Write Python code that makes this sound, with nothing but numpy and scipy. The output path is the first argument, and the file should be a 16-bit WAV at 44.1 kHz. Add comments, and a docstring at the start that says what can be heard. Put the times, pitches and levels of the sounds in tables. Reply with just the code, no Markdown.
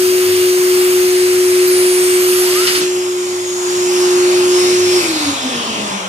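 """A vacuum cleaner sucks air through a small plastic turbine on a workbench; its motor sings one strong note.
The air tearing through the turbine is shaped noise; a faint low hum is two wavering sines.
The hose is eased off the turbine's cone with a rising whistle, two gulps of air and a thump of its air column.
Then its open mouth hisses as noise in three bands, and grows louder as it swings toward the microphone.
Near five seconds the cleaner is switched off: note and hiss sink together, the note beating with its echoes."""
import sys
import numpy as np
from scipy import signal
from scipy.fft import rfft, irfft, next_fast_len
from scipy.io import wavfile
from scipy.ndimage import uniform_filter1d, map_coordinates

SR = 44100
rng = np.random.default_rng(int(sys.argv[2]) if len(sys.argv) > 2 else 0)


def transcribe(u):
    """Save the signal u as a 16-bit wav file named by the first command-line argument.

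    u: samples, shape (n,) or (channels, n), limited to [-1, 1]; the rate is SR.
    q: integer samples, one column per channel.
    """
    v = np.clip(np.atleast_2d(u).T, -1, 1)
    q = np.round(v * 32767).astype(np.int16)
    wavfile.write(sys.argv[1], SR, q)


N = 268415

# how the turbine's side of the scene differs between ears: (frequency [Hz], left minus right [dB])
TURBINE_SIDE = [(60, -5), (91, 17), (140, -3), (210, -8), (320, 8), (490, 2.5), (740, -0.5), (1130, 0.5),
                (1710, 0.5), (2610, 5.5), (3960, -2), (6030, 1.5), (9160, -3.5), (13900, -10)]
OFF_S = 4.965  # the cleaner is switched off
RELEASE_S = 2.81  # the hose comes free of the cone
FLOW_LAG_S = 0.07  # the airflow slows a little later than the shaft
TONE_FADE_S = 0.013  # whistling tones set in and break off this fast


def amp(db):
    """Turn decibels into gain."""
    return 10 ** (np.asarray(db) / 20)


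def unit(x):
    """Scale x to an rms of 1."""
    return x / np.sqrt(np.mean(np.abs(x) ** 2) + 1e-20)


def clock():
    """Give the time of every sample in seconds."""
    return np.arange(N) / SR


def along(points, hz):
    """Read (frequency, value) points between their entries on a log frequency axis."""
    f, value = np.transpose(points)
    return np.interp(np.log(hz + 1), np.log(f + 1), value)


def curves(rows):
    """Draw straight lines through each column after the time: one value per sample."""
    times, *columns = np.transpose(rows)
    return [np.interp(clock(), times, column) for column in columns]


def wobble(rate):
    """Draw a smooth random curve with this many random points a second."""
    points = rng.standard_normal(int(N * rate / SR) + 4)
    return map_coordinates(points, [clock() * rate])


def filtered(x, response):
    """Shape x by a gain, or complex response, for each frequency."""
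    m = next_fast_len(N + SR // 2)
    spectrum = rfft(x, m) * response(np.fft.rfftfreq(m, 1 / SR))
    return irfft(spectrum, m)[..., :N]


def split(x, edge_hz):
    """Split x into the parts below and above an edge."""
    low = filtered(x, lambda hz: 1 / (1 + (hz / edge_hz) ** 6))
    return low, x - low


def until(s, fade_s):
    """Fall smoothly in gain from 1 to 0 around time s."""
    return .5 - .5 * np.tanh((clock() - s) / fade_s)


def between(start_s, end_s, fade_s):
    """Hold a gain of 1 from start to end, with smooth edges."""
    return (1 - until(start_s, fade_s)) * until(end_s, fade_s)


def lift(modes, hz):
    """Add up the dB that (frequency [Hz], width [Hz], lift [dB]) resonances give at each frequency."""
    return sum(db / (1 + (2 * (hz - centre) / width) ** 2) for centre, width, db in modes)


def spin(lag_s=0):
    """Share of full speed: 1 under power, then braked by air drag, which goes with speed squared."""
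    half_speed_s = 1.17  # time of coasting down to half speed
    coasting_s = np.maximum(clock() - OFF_S - lag_s, 0)
    return 1 / (1 + coasting_s / half_speed_s)


def sine(hz):
    """Make a complex tone that follows a pitch curve."""
    return np.exp(2j * np.pi * np.cumsum(hz) / SR)


def panned(pair, balance):
    """Make left and right differ in level by a balance that depends on frequency."""
    return filtered(pair, lambda hz: amp(along(balance, hz) * np.array([[.5], [-.5]])))


def ports(direct, diffuse, lag_ms):
    """Direct treble reaches the right microphone port first; the room's share differs at each port."""
    # how alike left and right are: (frequency [Hz], likeness [0-1])
    alike = [(50, .7), (300, .85), (600, .6), (1200, .5), (3000, .45), (8000, .6), (14000, .55)]
    sides = np.array([[1], [-1]])

    def delay(hz):
        treble = 1 - 1 / (1 + (hz / 680) ** 8)
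        return np.exp(-1j * np.pi * hz * treble * lag_ms * sides / 1000)

    shared = filtered(direct, lambda hz: np.sqrt(along(alike, hz)) * delay(hz))
    separate = filtered(diffuse, lambda hz: np.sqrt(1 - along(alike, hz)))
    return shared + separate


def rush(spectrum, modes, balance, patchy_db, lag_ms):
    """Turbulent air: stereo noise of rms 1 with resonances and drifting patches of gain."""
    z = signal.stft(rng.standard_normal((3, N)), nperseg=512)[2]
    # smoothing over neighbouring frequencies and times turns random gains into patches
    patches = uniform_filter1d(rng.standard_normal(z.shape[1:]), size=5, axis=0)
    patches = unit(uniform_filter1d(patches, size=30, axis=1))
    air = signal.istft(z * amp(patchy_db * patches), nperseg=512)[1][:, :N]
    air = filtered(air, lambda hz: amp(along(spectrum, hz) + lift(modes, hz)))
    return unit(panned(ports(air[0], air[1:], lag_ms), balance))


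def edge_tone(tone, width_hz, lag_ms):
    """Turbulence blurs a complex tone into a stereo resonance of the same strength."""
    noise = rng.standard_normal((2, 3, N))
    a, b = unit(filtered(noise, lambda hz: 1 / (1 + (hz / width_hz) ** 2)))
    air = np.real((a + 1j * b) * tone)
    return panned(ports(air[0], air[1:], lag_ms), TURBINE_SIDE)


def flow_tones(rows):
    """Each tone sets in, glides and breaks off; its pitch goes with the airflow."""
    flow = spin(FLOW_LAG_S)
    total = 0
    for start, end, first_hz, last_hz, db in rows:
        pitch = flow * np.interp(clock(), [start, end], [first_hz, last_hz])
        total = total + amp(db) * between(start, end, TONE_FADE_S) * sine(pitch)
    return total


def in_room(tone, wet_db, t60):
    """After switch-off a complex tone gains echoes, at even strength: as it glides, they beat with it."""
    t = np.arange(SR // 2) / SR
    tail = rng.standard_normal(len(t)) * amp(-60 * t / t60)
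    padded = np.pad(tone, (len(t), 0), mode="constant")
    echo = signal.fftconvolve(padded, tail / np.linalg.norm(tail))[len(t):][:N]
    heard = tone + amp(wet_db) * echo * (1 - until(OFF_S, 0.05))
    power = np.abs(uniform_filter1d(np.abs(heard) ** 2, size=SR // 5))
    return heard / np.sqrt(power + 1e-9)


def hum(hum_db=-48, waver_db=3, octave_db=-48):
    """A low hum wavers, swells and dips, with a steadier octave above it."""
    # swells and dips of the low hum: (middle [s], time to shrink to about a third [s], change [dB])
    hum_swells = [(0.297, .06, 14), (2.65, 0.6, -2), (3.4, 0.7, -5), (4.908, .11, 11), (5.3, .08, 8),
                  (5.8, 0.23, -16)]
    turn = 2 * np.pi * 100.4 * clock()  # pitch in Hz
    swell_db = sum(db * np.exp(-((clock() - s) / half_s) ** 2) for s, half_s, db in hum_swells)
    low = amp(hum_db + swell_db + waver_db * wobble(14)) * np.sin(turn + 0.32 * wobble(9))
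    octave = amp(octave_db + 1.0 * wobble(7.9)) * np.sin(2 * turn + 0.87 * wobble(10))
    return np.sqrt(2) * (low + octave)


def turbine(rush_db=-23, hiss_db=-21, drift_db=0.24, loose_s=1.63, loose_db=1):
    """Air tears through the turbine's vanes, a little louder once the hose is loosened on the cone."""
    # spectrum of the air in the vanes: (frequency [Hz], relative level per Hz [dB])
    turbine_air = [(25, -32), (70, -10.5), (130, -7.5), (270, -0.5), (520, -0.5), (850, -1.5), (1600, 2.5),
                   (2200, 4.5), (3700, -0.5), (5400, 1.5), (7300, -4.5), (9500, -3.5), (11700, -3.5),
                   (14400, -7.5)]
    # cavities of the turbine's housing: (frequency [Hz], width [Hz], lift [dB])
    cavities = [(1280, 350, 2.5), (2810, 75, 4), (4440, 400, 2), (4770, 150, 3), (6430, 490, 3.5),
                (8280, 1300, 9), (9260, 480, 5.5)]
    air = rush(turbine_air, cavities, TURBINE_SIDE, patchy_db=1.1, lag_ms=0.2927)
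    body, top = split(air, edge_hz=4920)
    air = amp(rush_db) * unit(body) + amp(hiss_db) * unit(top)
    level_db = drift_db * wobble(7.12) + loose_db * (1 - until(loose_s, .06))
    return air * amp(level_db) * until(RELEASE_S, 0.01)


def release(leak_db=-21, widest_s=2.61, grow_db_per_s=20):
    """A leak grows as the gap widens, then eases; two gulps break the seal and the hose's air column thumps."""
    # gulps as the hose lets go: (start [s], level [dB], time to fall 60 dB [s])
    gulps = [(2.668, -13.5, .24), (2.749, -15.5, .15)]
    # thump of the freed air column: (start [s], pitch [Hz], level [dB], time to fall 60 dB [s])
    thump_row = (2.768, 310, -21, .3)
    # spectrum of leak and gulps: (frequency [Hz], relative level per Hz [dB])
    gulp_air = [(100, -40), (600, -29), (950, 0), (1900, 5.5), (3300, 3), (4500, 0.5), (6000, 2),
                (11000, -10), (13000, -25), (14500, -29)]
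    # resonances of the widening gap between hose and cone: (frequency [Hz], width [Hz], lift [dB])
    gap_modes = [(1400, 200, 2), (2940, 240, 7), (4370, 270, 8.5), (4900, 340, 9.5), (9380, 380, 7),
                 (11600, 900, 4)]

    def blow(start_s, t60, rise_s):
        age = np.maximum(clock() - start_s, 0)
        return amp(-60 * age / t60) * (1 - np.exp(-age / rise_s))

    leak = amp(leak_db - grow_db_per_s * np.abs(clock() - widest_s))
    leak = leak * between(2.25, RELEASE_S + 0.016, 0.072)  # the hose starts to leave the cone
    flow = leak + sum(amp(db) * blow(s, t60, 0.0019) for s, db, t60 in gulps)
    s, hz, db, t60 = thump_row
    thump = amp(db) * blow(s, t60, 0.013) * np.sin(2 * np.pi * hz * (clock() - s))
    air = rush(gulp_air, gap_modes, TURBINE_SIDE, patchy_db=1, lag_ms=0.285)
    return flow * air + np.sqrt(2) * thump


def whistles(gap_db=-26.5, swell_db_per_s=70, breathy=.35, bend=1.4):
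    """Airy tones sound at the hose's rim and in its pipe; a clearer whistle rises in the opening gap."""
    # air shearing over the rim jumps from tone to tone:
    # (start [s], end [s], first pitch at full flow [Hz], last pitch at full flow [Hz], level [dB])
    rim_tones = [(-.1, 1.1, 14300, 14300, -31), (1.67, 1.72, 13500, 10300, -24),
                 (1.715, 2.0, 9800, 9630, -23.5), (2.0, 2.18, 8500, 8600, -22),
                 (2.18, 2.45, 11900, 11800, -27), (2.27, 2.46, 9300, 10760, -25),
                 (2.45, 2.8, 12000, 10870, -29.5), (2.8, 3.45, 7350, 6850, -32.5),
                 (3.45, 3.9, 6680, 7210, -27), (4.5, 5.06, 5233, 5284, -27.5),
                 (5.07, 5.48, 4570, 4640, -26.5), (5.48, 5.83, 4780, 4735, -26)]
    # narrow pipe tones in the hose, same columns:
    # (start [s], end [s], first pitch at full flow [Hz], last pitch at full flow [Hz], level [dB])
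    pipe_tones = [(4.52, 4.72, 5300, 5480, -29), (4.82, 5.06, 5520, 5300, -28.5),
                  (4.97, 5.09, 2620, 2600, -30)]
    rim = edge_tone(flow_tones(rim_tones), width_hz=480, lag_ms=0.314)
    pipe = edge_tone(flow_tones(pipe_tones), width_hz=48, lag_ms=0.36)

    start_s, loudest_s, end_s = 2.4, 2.59, 2.69
    first_hz, last_hz = 690, 1450
    opening = np.clip(clock(), start_s, end_s) - start_s
    closed = np.clip(1 - opening / (end_s - start_s), 0, 1)
    gap_hz = last_hz - (last_hz - first_hz) * closed ** bend
    strength = amp(gap_db - swell_db_per_s * np.abs(clock() - loudest_s))
    strength = strength * between(start_s, end_s, TONE_FADE_S)
    jet = sine(gap_hz * (1 + .012 * wobble(90))).imag * amp(1.5 * wobble(60))
    breath = edge_tone(sine(gap_hz), width_hz=58, lag_ms=0.07)
    gap = strength * (np.sqrt(2) * jet + breathy * breath)
    return rim + pipe + gap


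def hose(unsteady_db=1.0):
    """The free hose sucks air over a roaring exhaust, louder as it swings near; its hiss dies first."""
    # spectrum of the hose's air: (frequency [Hz], relative level per Hz [dB])
    hose_air = [(25, -25), (70, -10), (140, -1.5), (280, 5), (600, 4.5), (1050, 7), (1600, -2), (2400, -2),
                (3500, -3.5), (5200, -1), (6700, -7), (8200, -3.5), (9700, -1), (14000, -15)]
    # resonances of the open hose mouth: (frequency [Hz], width [Hz], lift [dB])
    hose_modes = [(2640, 300, 0.5), (4810, 290, -2.5), (6960, 1200, 10.5), (9750, 800, 6)]
    # left-right difference of the hose: (frequency [Hz], left minus right [dB])
    hose_side = [(60, 0.0), (91, -7), (140, 2), (210, -4.5), (320, 3.5), (490, 2.5), (740, -0.5), (1130, 1),
                 (1710, 2.5), (2610, 7.5), (3960, -1.5), (6030, -1.5), (9160, 0.5), (13900, -16.5)]
    # roar, rush and hiss, one row each:
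    # (level [dB], change while turned away [dB], surge at release [dB], power of the airflow [no unit])
    hose_bands = [(-27.5, -8, 11, -.3), (-20.5, -8, 11.5, 1.01), (-28, -6, 5, 3)]
    air = rush(hose_air, hose_modes, hose_side, patchy_db=1.8, lag_ms=0.356)
    roar, rest = split(air, edge_hz=1310)
    body, hiss = split(rest, edge_hz=6400)
    away = until(3.79, 0.25)  # the mouth swings toward the microphone
    flow = spin(FLOW_LAG_S)
    surge = np.exp(-np.maximum(clock() - RELEASE_S, 0) / 0.046)  # dies away within a moment
    total = 0
    for band, (db, away_db, surge_db, law) in zip([roar, body, hiss], hose_bands):
        total = total + unit(band) * amp(db + away_db * away + surge_db * surge) * flow ** law
    return total * amp(unsteady_db * wobble(8)) * (1 - until(RELEASE_S, 0.0097))


def motor(shade_share=0.56, note_db=0.02, flutter_db=0.48, lag_turn=0.088):
    """The unbalanced shaft sings; coasting, it fades through the room's modes and overtones rattle up."""
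    # motor shaft under power: (time [s], speed [turns a second])
    shaft_speed = [(0, 365.8), (.15, 365.4), (.55, 363.9), (2.1, 363.3), (2.75, 363.7), (3.2, 361.5),
                   (3.65, 360.5), (4.3, 360.9), (4.97, 361.2)]
    # the note under power, before trim and flutter: (time [s], level [dB], left minus right [dB])
    note_levels = [(0.0, -11.5, 2.5), (0.08, -12, 3), (0.26, -12, 2.0), (1.7, -11, 1.5), (2.03, -12.5, 0.5),
                   (2.26, -12, 0.0), (2.64, -14.5, 0.0), (2.67, -20, -0.5), (2.86, -15.5, 0),
                   (3.5, -20.5, -0.5), (3.96, -13, -1.5), (4.19, -11, -0.5), (4.97, -12, -0.5)]
    # overtones of the shaft: (multiple [no unit], level at the note's loudest [dB], extra while coasting [dB])
    orders = [(2, -47.5, 14), (3, -47, 10), (5, -58, 12), (6, -50, 0), (12, -52, 0)]
    # room resonances that the sinking note sweeps through: (frequency [Hz], width [Hz], lift [dB])
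    room_modes = [(329, 9.5, 5.5), (286, 14, 7), (252, 9.6, 5.5), (198, 7, 11.5)]
    speed = curves(shaft_speed)[0] * spin()
    turn = 2 * np.pi * np.cumsum(speed) / SR
    level_db, pan_db = curves(note_levels)
    powered = until(4.99, 0.013)
    # the coasting note falls with a power of the speed
    fading_db = -19 + 2.8 * 20 * np.log10(spin()) + lift(room_modes, speed)
    level_db = powered * level_db + (1 - powered) * fading_db
    note = in_room(np.exp(1j * turn), wet_db=-1, t60=.6)
    note = note * amp(level_db + note_db + flutter_db * wobble(25.13))
    sides = np.array([[1], [-1]])
    # lag_turn shifts each side's phase, in radians
    out = np.real(note * np.exp(-1j * lag_turn * sides)) * amp(sides * pan_db / 2)
    shade_db = shade_share * powered * (level_db - level_db.max())  # overtones dim with the note
    coasting = 1 - until(5.26, 0.22)
    for k, db, coast_db in orders:
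        for side in range(2):
            shaky_turn = turn + (.1 + .15 * coasting) * wobble(30)
            overtone = in_room(np.exp(1j * k * shaky_turn), wet_db=-1, t60=.45)
            overtone_db = db + shade_db + coast_db * coasting + 1.3 * wobble(3.95)
            out[side] += overtone.real * amp(overtone_db)
    return np.sqrt(2) * out


def scene():
    """Add up the hum, the moving air and the motor at the two microphone ports."""
    return hum() + turbine() + release() + whistles() + hose() + motor()


def record(dry):
    """Round off the highest peaks and keep nothing from the band limit upward."""
    rounded = dry / (1 + np.abs(dry / .97) ** 12) ** (1 / 12)
    return filtered(rounded, lambda hz: hz < 14570)


dry = scene()
out = record(dry)
transcribe(out)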